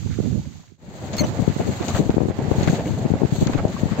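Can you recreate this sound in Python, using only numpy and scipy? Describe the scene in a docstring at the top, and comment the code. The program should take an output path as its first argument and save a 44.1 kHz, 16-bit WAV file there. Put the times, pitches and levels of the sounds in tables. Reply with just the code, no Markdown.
"""Oars pull a small boat over open water, the water sounds following thick and fast: blades splash, bubbles
ring, water slaps the hull and a wash of spray swells with each stroke. Once, an oar rubs in its lock with a
raspy squeak. The scene opens on reeds and ripples hissing in the breeze; they sink away before the close rowing
fades up. Throughout, wind eddies thump on the left and right ports of the microphone."""
import sys
import numpy as np
from scipy import signal
from scipy.fft import rfft, irfft
from scipy.io import wavfile
from scipy.ndimage import uniform_filter1d

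SR = 44100
rng = np.random.default_rng(int(sys.argv[2]) if len(sys.argv) > 2 else 0)


def pcm_store(signal):
    """Save signal as 16-bit PCM."""
    levels = np.round(np.clip(np.atleast_2d(signal), -1, 1) * 32767)
    wavfile.write(sys.argv[1], SR, levels.astype(np.int16).T)


N = 176400
T = np.arange(N) / SR


def undb(db):
    """Decibels to gain."""
    return 10 ** (np.asarray(db) / 20)


def unit(x):
    """Scale to rms 1."""
    return x / np.sqrt(np.mean(x ** 2) + 1e-18)


def curve(table, column):
    """Automation lane: one column of a table, joined by straight lines in time."""
    rows = np.array(table)
    return np.interp(T, rows[:, 0], rows[:, column])


def pan(db):
    """Constant-power pan; db is left minus right."""
    gains = undb(np.array([np.atleast_1d(db), -np.atleast_1d(db)]) / 2)
    return gains / np.sqrt(np.mean(gains ** 2, axis=0))


def eq(x, points, tilt_db=0):
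    """Shape a sound with an EQ curve and a tilt per octave; rms 1."""
    hz, db = np.array(points, float).T
    octave = np.log2(np.maximum(np.fft.rfftfreq(x.shape[-1], 1 / SR), 1))
    gain = undb(np.interp(octave, np.log2(hz), db) + tilt_db * octave)
    return unit(irfft(rfft(x) * gain, x.shape[-1]))


def butter(x, hz, kind, order=2):
    """Low-pass or high-pass filter."""
    return signal.sosfilt(signal.butter(order, hz, kind, fs=SR, output="sos"), x)


def wobble(rate):
    """Smooth random modulator that turns about rate times a second; rms 1."""
    hold = int(SR / rate)
    steps = np.repeat(rng.standard_normal(N // hold + 1), hold)
    return unit(uniform_filter1d(steps, hold)[:N])


def patter(per_s, scatter_db):
    """Stereo texture of tiny impacts of uneven size; rms 1."""
    hits = (rng.random((2, N)) < per_s / SR) * rng.standard_normal((2, N))
    return unit(hits * undb(scatter_db * np.minimum(rng.exponential(size=(2, N)), 4)))


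def narrow_noise(width):
    """Noise that reaches both ports almost alike."""
    return rng.standard_normal(N) + width * rng.standard_normal((2, N))


def bubble(age, hz, cycles):
    """A bubble rings, rising in pitch as it dies away."""
    life = np.maximum(age, 0) * hz / cycles
    return np.sin(2 * np.pi * cycles * life * (1 + 0.029 * life)) * np.exp(-2 * life)


def bubbling(per_s, hz, octaves):
    """Bubbles of many sizes at random moments; rms 1."""
    out, age = np.zeros(N + SR // 30), np.arange(SR // 30) / SR
    for when, pitch, size in rng.random((int(per_s * N / SR), 3)):
        i = int(when * N)
        ring = bubble(age, hz * 2 ** (octaves * (pitch - .5)), cycles=5.5)
        out[i:i + len(age)] += undb(20 * size) * ring
    return unit(out[:N])


# Airy hiss of the reeds: f/Hz, level/dB
REEDS_EQ = [(100, 9.5), (400, 8), (800, 2.5), (1100, 1.5), (1700, 1), (3000, 1.5), (4500, 2.5),
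            (5400, -3.5), (6600, 6.5), (7600, -1), (8400, -11), (9500, -57.5), (11000, -40), (12000, -13),
            (15500, -17.5), (20000, -33)]


def reeds():
    """Breeze hisses through the reeds while small ripples trickle."""
    hiss = eq(patter(12000, 1.2), REEDS_EQ) * undb(-45 + .5 * wobble(19)) * pan(-2.5)
    trickle = undb(-58.5) * bubbling(per_s=66, hz=1306, octaves=1.9)
    return hiss + trickle


# Fuller wind bed by the reeds: f/Hz, level/dB
REEDS_RUMBLE_EQ = [(20, -30.5), (45, -18.5), (80, 6), (130, 4.5), (210, -1.5), (330, -14.5), (450, -23),
                   (650, -37), (1500, -52), (16000, -86.5)]
# Wind bed at the oars: f/Hz, level/dB
OARS_RUMBLE_EQ = [(20, -30.5), (45, -39.5), (85, 7), (130, -0.5), (200, -7), (320, -12.5), (600, -51),
                  (1500, -63), (16000, -78.5)]


def wind_rumble(points, left_db, right_db):
    """Restless low turbulence, unrelated on the two ports."""
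    flutter = undb(4 * np.array([wobble(30), wobble(22)]))
    turbulence = eq(rng.standard_normal((2, N)), points)
    return unit(turbulence * flutter) * undb([[left_db], [right_db]])


# Wind thumps on the microphone: t/s, length/s, level/dB, low-pass f/Hz, port (0 left, 1 right)
EDDIES = [(0.065, 0.012, -22, 190, 1), (0.114, 0.013, -22.5, 173, 1), (0.191, 0.006, -15.5, 240, 1),
          (0.205, 0.011, -16, 252, 1), (0.263, 0.045, -20, 219, 1), (0.306, 0.009, -19.5, 156.4, 1),
          (0.335, 0.086, -25, 164, 1), (0.361, 0.064, -20.5, 198, 1), (0.724, 0.01, -42, 208, 1),
          (0.888, 0.016, -40, 230, 0), (1.01, 0.022, -38, 240, 0), (1.217, 0.023, -15, 263, 0),
          (1.239, 0.029, -26, 700, 1), (1.245, 0.018, -19, 394, 0), (1.285, 0.063, -26, 176, 1),
          (1.401, 0.015, -14.5, 320, 0), (1.426, 0.011, -17, 220, 0), (1.481, 0.0064, -6.5, 288, 0),
          (1.501, 0.02, -17, 187, 0), (1.567, 0.01, -18.5, 270, 1), (1.606, 0.017, -15.5, 353, 0),
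          (1.692, 0.041, -19.5, 228, 0), (1.814, 0.016, -19.5, 280, 1), (1.988, 0.0057, -21.5, 380, 1),
          (2.003, 0.018, -12, 264, 0), (2.065, 0.019, -19, 200, 0), (2.098, 0.0062, -7.5, 330, 0),
          (2.104, 0.018, -21, 282, 1), (2.145, 0.0085, -18, 290, 1), (2.171, 0.0093, -13, 358, 0),
          (2.184, 0.0042, -9, 417, 0), (2.208, 0.007, -15, 406, 0), (2.22, 0.015, -16.5, 447, 0),
          (2.236, 0.005, -14.5, 328, 0), (2.258, 0.026, -20.5, 297, 0), (2.288, 0.0083, -18, 300, 1),
          (2.289, 0.006, -19.5, 400, 0), (2.302, 0.007, -16.5, 239, 0), (2.312, 0.0047, -19, 416, 0),
          (2.392, 0.0089, -15.5, 280, 0), (2.451, 0.04, -24.5, 290, 0), (2.483, 0.016, -18.5, 242, 0),
          (2.518, 0.012, -11, 362, 0), (2.584, 0.012, -12.5, 165, 0), (2.612, 0.0061, -13, 232, 0),
          (2.633, 0.0093, -15.5, 260, 1), (2.68, 0.021, -13, 262, 0), (2.702, 0.007, -11.5, 198, 0),
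          (2.697, 0.012, -16.5, 214, 1), (2.735, 0.011, -15, 226, 0), (2.92, 0.046, -20, 176, 0),
          (3.055, 0.017, -17, 280, 0), (3.063, 0.0059, -13.5, 280, 0), (3.106, 0.005, -12.5, 308, 0),
          (3.118, 0.007, -10.5, 218, 0), (3.141, 0.0058, -11.5, 455, 0), (3.158, 0.0067, -17, 240, 1),
          (3.221, 0.011, -15.5, 426, 0), (3.237, 0.0074, -9.5, 414, 0), (3.252, 0.014, -13, 236, 0),
          (3.326, 0.0051, -10.5, 158, 0), (3.333, 0.012, -19, 180, 1), (3.387, 0.0078, -15, 177, 0),
          (3.426, 0.021, -15.5, 242, 0), (3.428, 0.0069, -9, 292, 1), (3.467, 0.0097, -15, 255, 0),
          (3.481, 0.016, -20, 214, 1), (3.499, 0.0077, -16.5, 225, 0), (3.557, 0.015, -13, 258, 0),
          (3.655, 0.0068, -9, 350, 0), (3.747, 0.017, -23, 170, 0), (3.836, 0.0042, -8, 235, 0),
          (3.859, 0.0069, -13, 190, 0), (3.922, 0.021, -17, 208, 0), (3.995, 0.014, -16, 211, 0)]


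def wind_thumps():
    """Each eddy hits one port with a pressure kick inside a short burst of turbulence."""
    count, lead_s = 8192, 0.00304
    out = np.zeros((2, N + count))
    t = (np.arange(count) - count // 2) / SR + lead_s
    kick = unit(np.exp(-np.abs(t) * SR))
    for at, length, db, hz, port in EDDIES:
        burst = unit(rng.standard_normal(count) * np.exp(-np.abs(t / (0.64 * length)) ** 3.4))
        punch = 0.65 * min(0.012 / length, 3)  # shorter eddies kick harder
        dull = butter(burst + punch * kick, hz, "low")
        thump = butter(butter(dull, 1.83 * hz, "low"), 79.4, "high", order=4)
        i = int(at * SR)
        out[port, i:i + count] += thump * undb(db + 2.5) * np.sqrt(length * SR / np.sum(thump ** 2))
    return out[:, count // 2:count // 2 + N]


# Fizzy runs of bubbles: centre t/s, half-length/s, level/dB, f/Hz
CLOUDS = [(0.127, 0.026, -45.5, 1750), (1.824, .012, -37, 1590), (1.96, .018, -32.5, 1400),
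          (2.684, .012, -33, 1900), (2.867, 0.016, -38.5, 2210), (3.586, .012, -36.5, 1430)]


def bubble_clouds(per_s=600):
    """Water laps or closes over a blade and frees a short run of ringing bubbles."""
    out, age = np.zeros((2, N + SR)), np.arange(SR // 25) / SR
    for at, half_length, db, hz in CLOUDS:
        count = int(per_s * half_length)
        for k, (when, pitch, size, side) in enumerate(rng.random((count, 4))):
            i = int((at + half_length * (2 * (k + when) / count - 1)) * SR)
            ring = bubble(age, hz * 2 ** (pitch - .5), cycles=12.2)
            out[:, i:i + len(age)] += ring * undb(db + 3.6 * size) * pan(10 * (side - .5))
    return out[:, :N]


# Splashes off the blades: t/s, length/s, level/dB, tilt/(dB per octave), pan/dB
BLADE_SPLASHES = [(0.132, 0.026, -46.5, -4, -7), (1.139, 0.01, -32.5, -0.5, 6), (1.192, 0.013, -31, -9, 1),
                  (1.493, 0.013, -37.5, -6, 6), (1.827, 0.0093, -36.5, -5, 4), (1.887, 0.0071, -28, 3, 22),
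                  (1.959, 0.019, -29.5, -9, 5), (2.105, 0.004, -34, -8.5, -7), (2.635, 0.0053, -29, -2, 5),
                  (2.677, 0.0037, -21.5, -10, 4), (2.701, 0.0047, -33.5, 0, 1), (2.755, 0.013, -33, -7, -2),
                  (3.472, 0.0023, -26, -1, 3), (3.538, .008, -28.5, -10, 2), (3.583, 0.008, -26, -10, -9),
                  (3.684, 0.0044, -39, -2, -1), (3.725, 0.006, -36.5, -6, 2), (3.914, 0.007, -31, -9.5, 3)]
# Bright spatter of a splash: f/Hz, level/dB
SPLASH_EQ = [(200, -70.5), (700, -9), (1500, -3), (4300, 4), (5400, -4.5), (7000, 9), (8800, -36.5),
             (15000, -34), (20000, -44)]


def splashes():
    """Each splash is a shower of drops that starts sharply and thins out."""
    out, showers, count = np.zeros((2, N)), patter(6000, 2.5), 8192
    lead, attack, decay = 0.95, 0.41, 2  # in splash lengths
    for at, length, db, tilt_db, pan_db in BLADE_SPLASHES:
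        start = max(int(at * SR) - count // 2, 0)
        span = slice(start, start + count)
        age = (T[span] - at) / length + lead
        envelope = np.clip(age / attack, 0, 1) * np.exp(-np.maximum(age - attack, 0) / decay)
        out[:, span] += eq(showers[:, span], SPLASH_EQ, tilt_db) * envelope * undb(db) * pan(pan_db)
    return out


def drops(per_splash=7, centre_hz=1660, scatter_s=0.011):
    """A few drops plink back into the water with each splash."""
    out, age = np.zeros((2, N + SR)), np.arange(SR // 20) / SR
    for at, _, db, _, pan_db in BLADE_SPLASHES:
        for when, pitch, size, side in rng.random((per_splash, 4)):
            i = int((at + when * scatter_s) * SR)
            ring = bubble(age, centre_hz * 2 ** (1.2 * (pitch - .5)), cycles=12.3)
            out[:, i:i + len(age)] += ring * undb(db - 9.5 + 3.1 * size) * pan(pan_db + 10 * (side - .5))
    return out[:, :N]


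# Spot plops of water: t/s, f/Hz, level/dB
WATER_PLOPS = [(.225, 600, -38), (.455, 546, -40.5), (0.634, 980, -51), (1.908, 1150, -26.5),
               (2.838, 695, -26), (2.858, 2150, -32), (2.743, 2350, -31), (2.866, 299, -20.5),
               (3.766, 1070, -27)]


def plops():
    """Lone bubbles ring out in the centre."""
    return sum(undb(db) * bubble(T - at, hz, cycles=11) for at, hz, db in WATER_PLOPS)


# Swell of the strokes: t/s, churn level/dB, spray level/dB, spray pan/dB
STROKES = [(1.27, -41, -51.5, -20), (1.31, -42, -53.5, -9), (1.44, -43.5, -49.5, 9), (1.52, -41, -52, -3.5),
           (1.66, -41, -50, 4.5), (1.99, -38.5, -45, 4), (2.01, -43, -52, 7), (2.33, -45, -57.5, -6.5),
           (2.65, -38, -45.5, 5.5), (2.91, -45, -51.5, 6.5), (3.26, -43, -56, -4), (3.36, -44, -45.5, 3.5),
           (3.54, -40.5, -52, 4), (3.59, -40, -52.5, -7), (3.63, -45, -57.5, 1), (3.75, -42.5, -50, 4.5),
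           (3.96, -40, -53.5, 7), (4.0, -40, -49, 1)]
# Midrange body of churned water: f/Hz, level/dB
CHURN_EQ = [(300, 1), (900, 11.5), (1300, 5.5), (2000, 5), (3000, -2), (4500, -6), (5400, -6.5),
            (8000, -69), (16000, -73)]
# Sizzle of fine spray: f/Hz, level/dB
SPRAY_EQ = [(1500, -15), (3000, 2), (4500, 6), (5100, -10.5), (5900, 0), (6500, 8), (7500, 4.5), (8300, -5),
            (9300, -53), (11000, -38), (12000, -10), (15500, -10.5), (20000, -23.5)]


def wash():
    """Churned water and fine spray swell with each stroke."""
    pan_db = np.where(T < STROKES[0][0], 6, curve(STROKES, 3))
    churn = eq(patter(5000, 2.05), CHURN_EQ) * undb(curve(STROKES, 1) + 2 + 1.05 * wobble(45))
    spray = eq(patter(9000, 1.7), SPRAY_EQ) * undb(curve(STROKES, 2) + 6 + 2 * wobble(45))
    return churn * pan(0.95 * pan_db - 5) + spray * pan(pan_db)


# Dark gurgle along the hull: f/Hz, level/dB
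GURGLE_EQ = [(30, -29.5), (90, 0.5), (190, 2), (320, -6.5), (600, -9), (850, -15.5), (1300, -42),
             (3000, -43), (16000, -99)]


def gurgle():
    """Water gurgles along the hull, riding the churn of the oars, over a steady bed of bubbles."""
    churn_db = curve(STROKES, 1)
    stir = undb(0.54 * (churn_db - churn_db.mean()) + 3.5 * wobble(35))
    body = unit(eq(narrow_noise(0.4), GURGLE_EQ) * stir)
    return undb(-28.5) * body + undb(-49) * bubbling(per_s=93, hz=779, octaves=2.5)


# Slaps on the hull: t/s, level/dB
HULL_SLAPS = [(1.143, -21.5), (1.242, -20.5), (1.433, -24.5), (1.61, -19), (1.681, -26), (1.831, -22.5),
              (1.887, -20), (1.961, -20), (2.104, -24.5), (2.309, -25), (2.4, -25.5), (2.534, -24.5),
              (2.612, -24), (2.735, -22), (2.792, -19.5), (2.895, -27), (3.056, -28), (3.152, -29),
              (3.207, -25), (3.426, -28), (3.494, -24.5), (3.591, -20.5), (3.666, -29.5), (3.992, -22)]
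# Hollow thud of a slap: f/Hz, level/dB
SLAP_EQ = [(25, -43), (60, -17.5), (170, 13.5), (350, -0.5), (650, 5), (900, -3), (1300, -18), (2500, -18),
           (6000, -54), (16000, -80.5)]


def hull_slaps(attack_s=0.012, release_s=0.022):
    """Water hits the hull in soft-edged, low thuds."""
    force = np.zeros(N)
    for at, db in HULL_SLAPS:
        width = np.where(T < at, attack_s, release_s)
        force += undb(db - 3.5) * np.exp(-((T - at) / width) ** 2)
    return force * eq(narrow_noise(0.32), SLAP_EQ)


# Ticks of the oarlock: t/s, level/dB
LOCK_TICKS = [(1.167, -30), (1.182, -31), (1.247, -43), (1.883, -39)]
# Crisp click of a tick: f/Hz, level/dB
TICK_EQ = [(500, -22), (2000, -5), (4500, 0), (7000, 0), (8500, -5), (10500, -32), (12500, -12),
           (15000, -3), (20000, -23)]


def oarlock_ticks(decay_s=0.0044):
    """The oar knocks against its lock in short, bright contacts."""
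    force = sum(undb(db) * (T >= at) * np.exp(-np.abs(T - at) / decay_s) for at, db in LOCK_TICKS)
    return force * eq(rng.standard_normal((2, N)), TICK_EQ) * pan(-4)


def stick_slip(track, partials, jitter, ramp_s=0.004):
    """A rubbing contact sings on an unsteady pitch, each harmonic fluttering in level."""
    hz = curve(track, 1) * (1 + jitter * wobble(1100))
    phase = 2 * np.pi * np.cumsum(hz) / SR
    gate = np.clip(np.minimum(T - track[0][0], track[-1][0] - T) / ramp_s, 0, 1)
    tone = sum(undb(db + 2 * wobble(250)) * np.sin(k * phase) for k, db in partials)
    return gate * undb(curve(track, 2)) * tone


# The squeak, its thinner tail and a weaker chirp: t/s, f/Hz, level/dB
SQUEAK_LINE = [(1.179, 2147, -36), (1.186, 2167, -26), (1.195, 2184, -22), (1.203, 2165, -26),
               (1.212, 2090, -42)]
TAIL_LINE = [(1.200, 2145, -39), (1.207, 2106, -22.5), (1.213, 2070, -25.5), (1.222, 2085, -31),
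             (1.228, 2070, -48)]
CHIRP_LINE = [(1.232, 2970, -48), (1.240, 2980, -37), (1.249, 2960, -37.5), (1.264, 2985, -55)]
# Their timbres: harmonic number, level/dB
SQUEAK_TIMBRE = [(1, -11), (2, 2), (3, -4), (6, -20.5), (7, -23)]
TAIL_TIMBRE = [(1, -10), (2, -14), (3, -1.5), (7, -16)]
CHIRP_TIMBRE = [(1, -2), (2, -2)]
# Dry grit under the squeak: f/Hz, level/dB
RASP_EQ = [(1000, -27), (2300, 4), (3500, -14), (4600, -2), (5500, -28), (7300, 0), (9000, -24),
           (15000, -16), (20000, -35)]


def oarlock_squeak():
    """The oar rubs in its dry lock: a raspy squeak drops to a thinner tone, then chirps again."""
    squeak = stick_slip(SQUEAK_LINE, SQUEAK_TIMBRE, jitter=0.007)
    squeak += stick_slip(TAIL_LINE, TAIL_TIMBRE, jitter=0.007)
    envelope = np.sqrt(np.abs(uniform_filter1d(squeak ** 2, size=1200)))
    rasp = undb(-10.5) * envelope * eq(patter(2300, 1.8), RASP_EQ)
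    chirp = stick_slip(CHIRP_LINE, CHIRP_TIMBRE, jitter=0.014)
    return (squeak + rasp + chirp) * pan(5)


# Groan of the turning oar: t/s, f/Hz, level/dB
GROAN_LINE = [(1.208, 612, -23), (1.219, 598, -33), (1.243, 585, -27.5), (1.252, 580, -40),
              (1.266, 595, -64)]
# Its round timbre: harmonic number, level/dB
GROAN_TIMBRE = [(1, 6), (2, -12), (3, -22)]


def oarlock_groan():
    """The oar sticks and slips on a lower note as it turns in its lock."""
    return stick_slip(GROAN_LINE, GROAN_TIMBRE, jitter=0.0082) * pan(-6)


def scene():
    """The reed bed sinks to a trace, the rowing bed fades up; spot effects play outside the fades."""
    turn_s, fade_out_s, fade_in_s = 0.775, 0.51, 0.47
    fade_out = np.clip((turn_s - T) / fade_out_s, 0, 1) ** 0.95 + 0.04
    fade_in = np.clip((T - turn_s) / fade_in_s, 0, 1) ** 0.98
    lull = undb(-8.5 * np.clip((T - 0.46) / 0.11, 0, 1))  # the first gust drops away
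    reed_bed = reeds() + lull * wind_rumble(REEDS_RUMBLE_EQ, left_db=-33.5, right_db=-21.5)
    rowing_bed = wash() + gurgle() + hull_slaps()
    rowing_bed += wind_rumble(OARS_RUMBLE_EQ, left_db=-29.5, right_db=-37.5)
    spots = wind_thumps() + bubble_clouds() + splashes() + drops() + plops()
    oarlock = oarlock_ticks() + oarlock_squeak() + oarlock_groan()
    return fade_out * reed_bed + fade_in * rowing_bed + spots + oarlock


def record(dry, ceiling=1.05, top_hz=15800):
    """The microphone soft-clips the hardest gusts; a steep low-pass cuts the top."""
    rounded = dry / (1 + (dry / ceiling) ** 4) ** 0.25
    return signal.sosfilt(signal.ellip(10, .2, 80, top_hz, fs=SR, output="sos"), rounded)


dry = scene()
out = record(dry)
pcm_store(out)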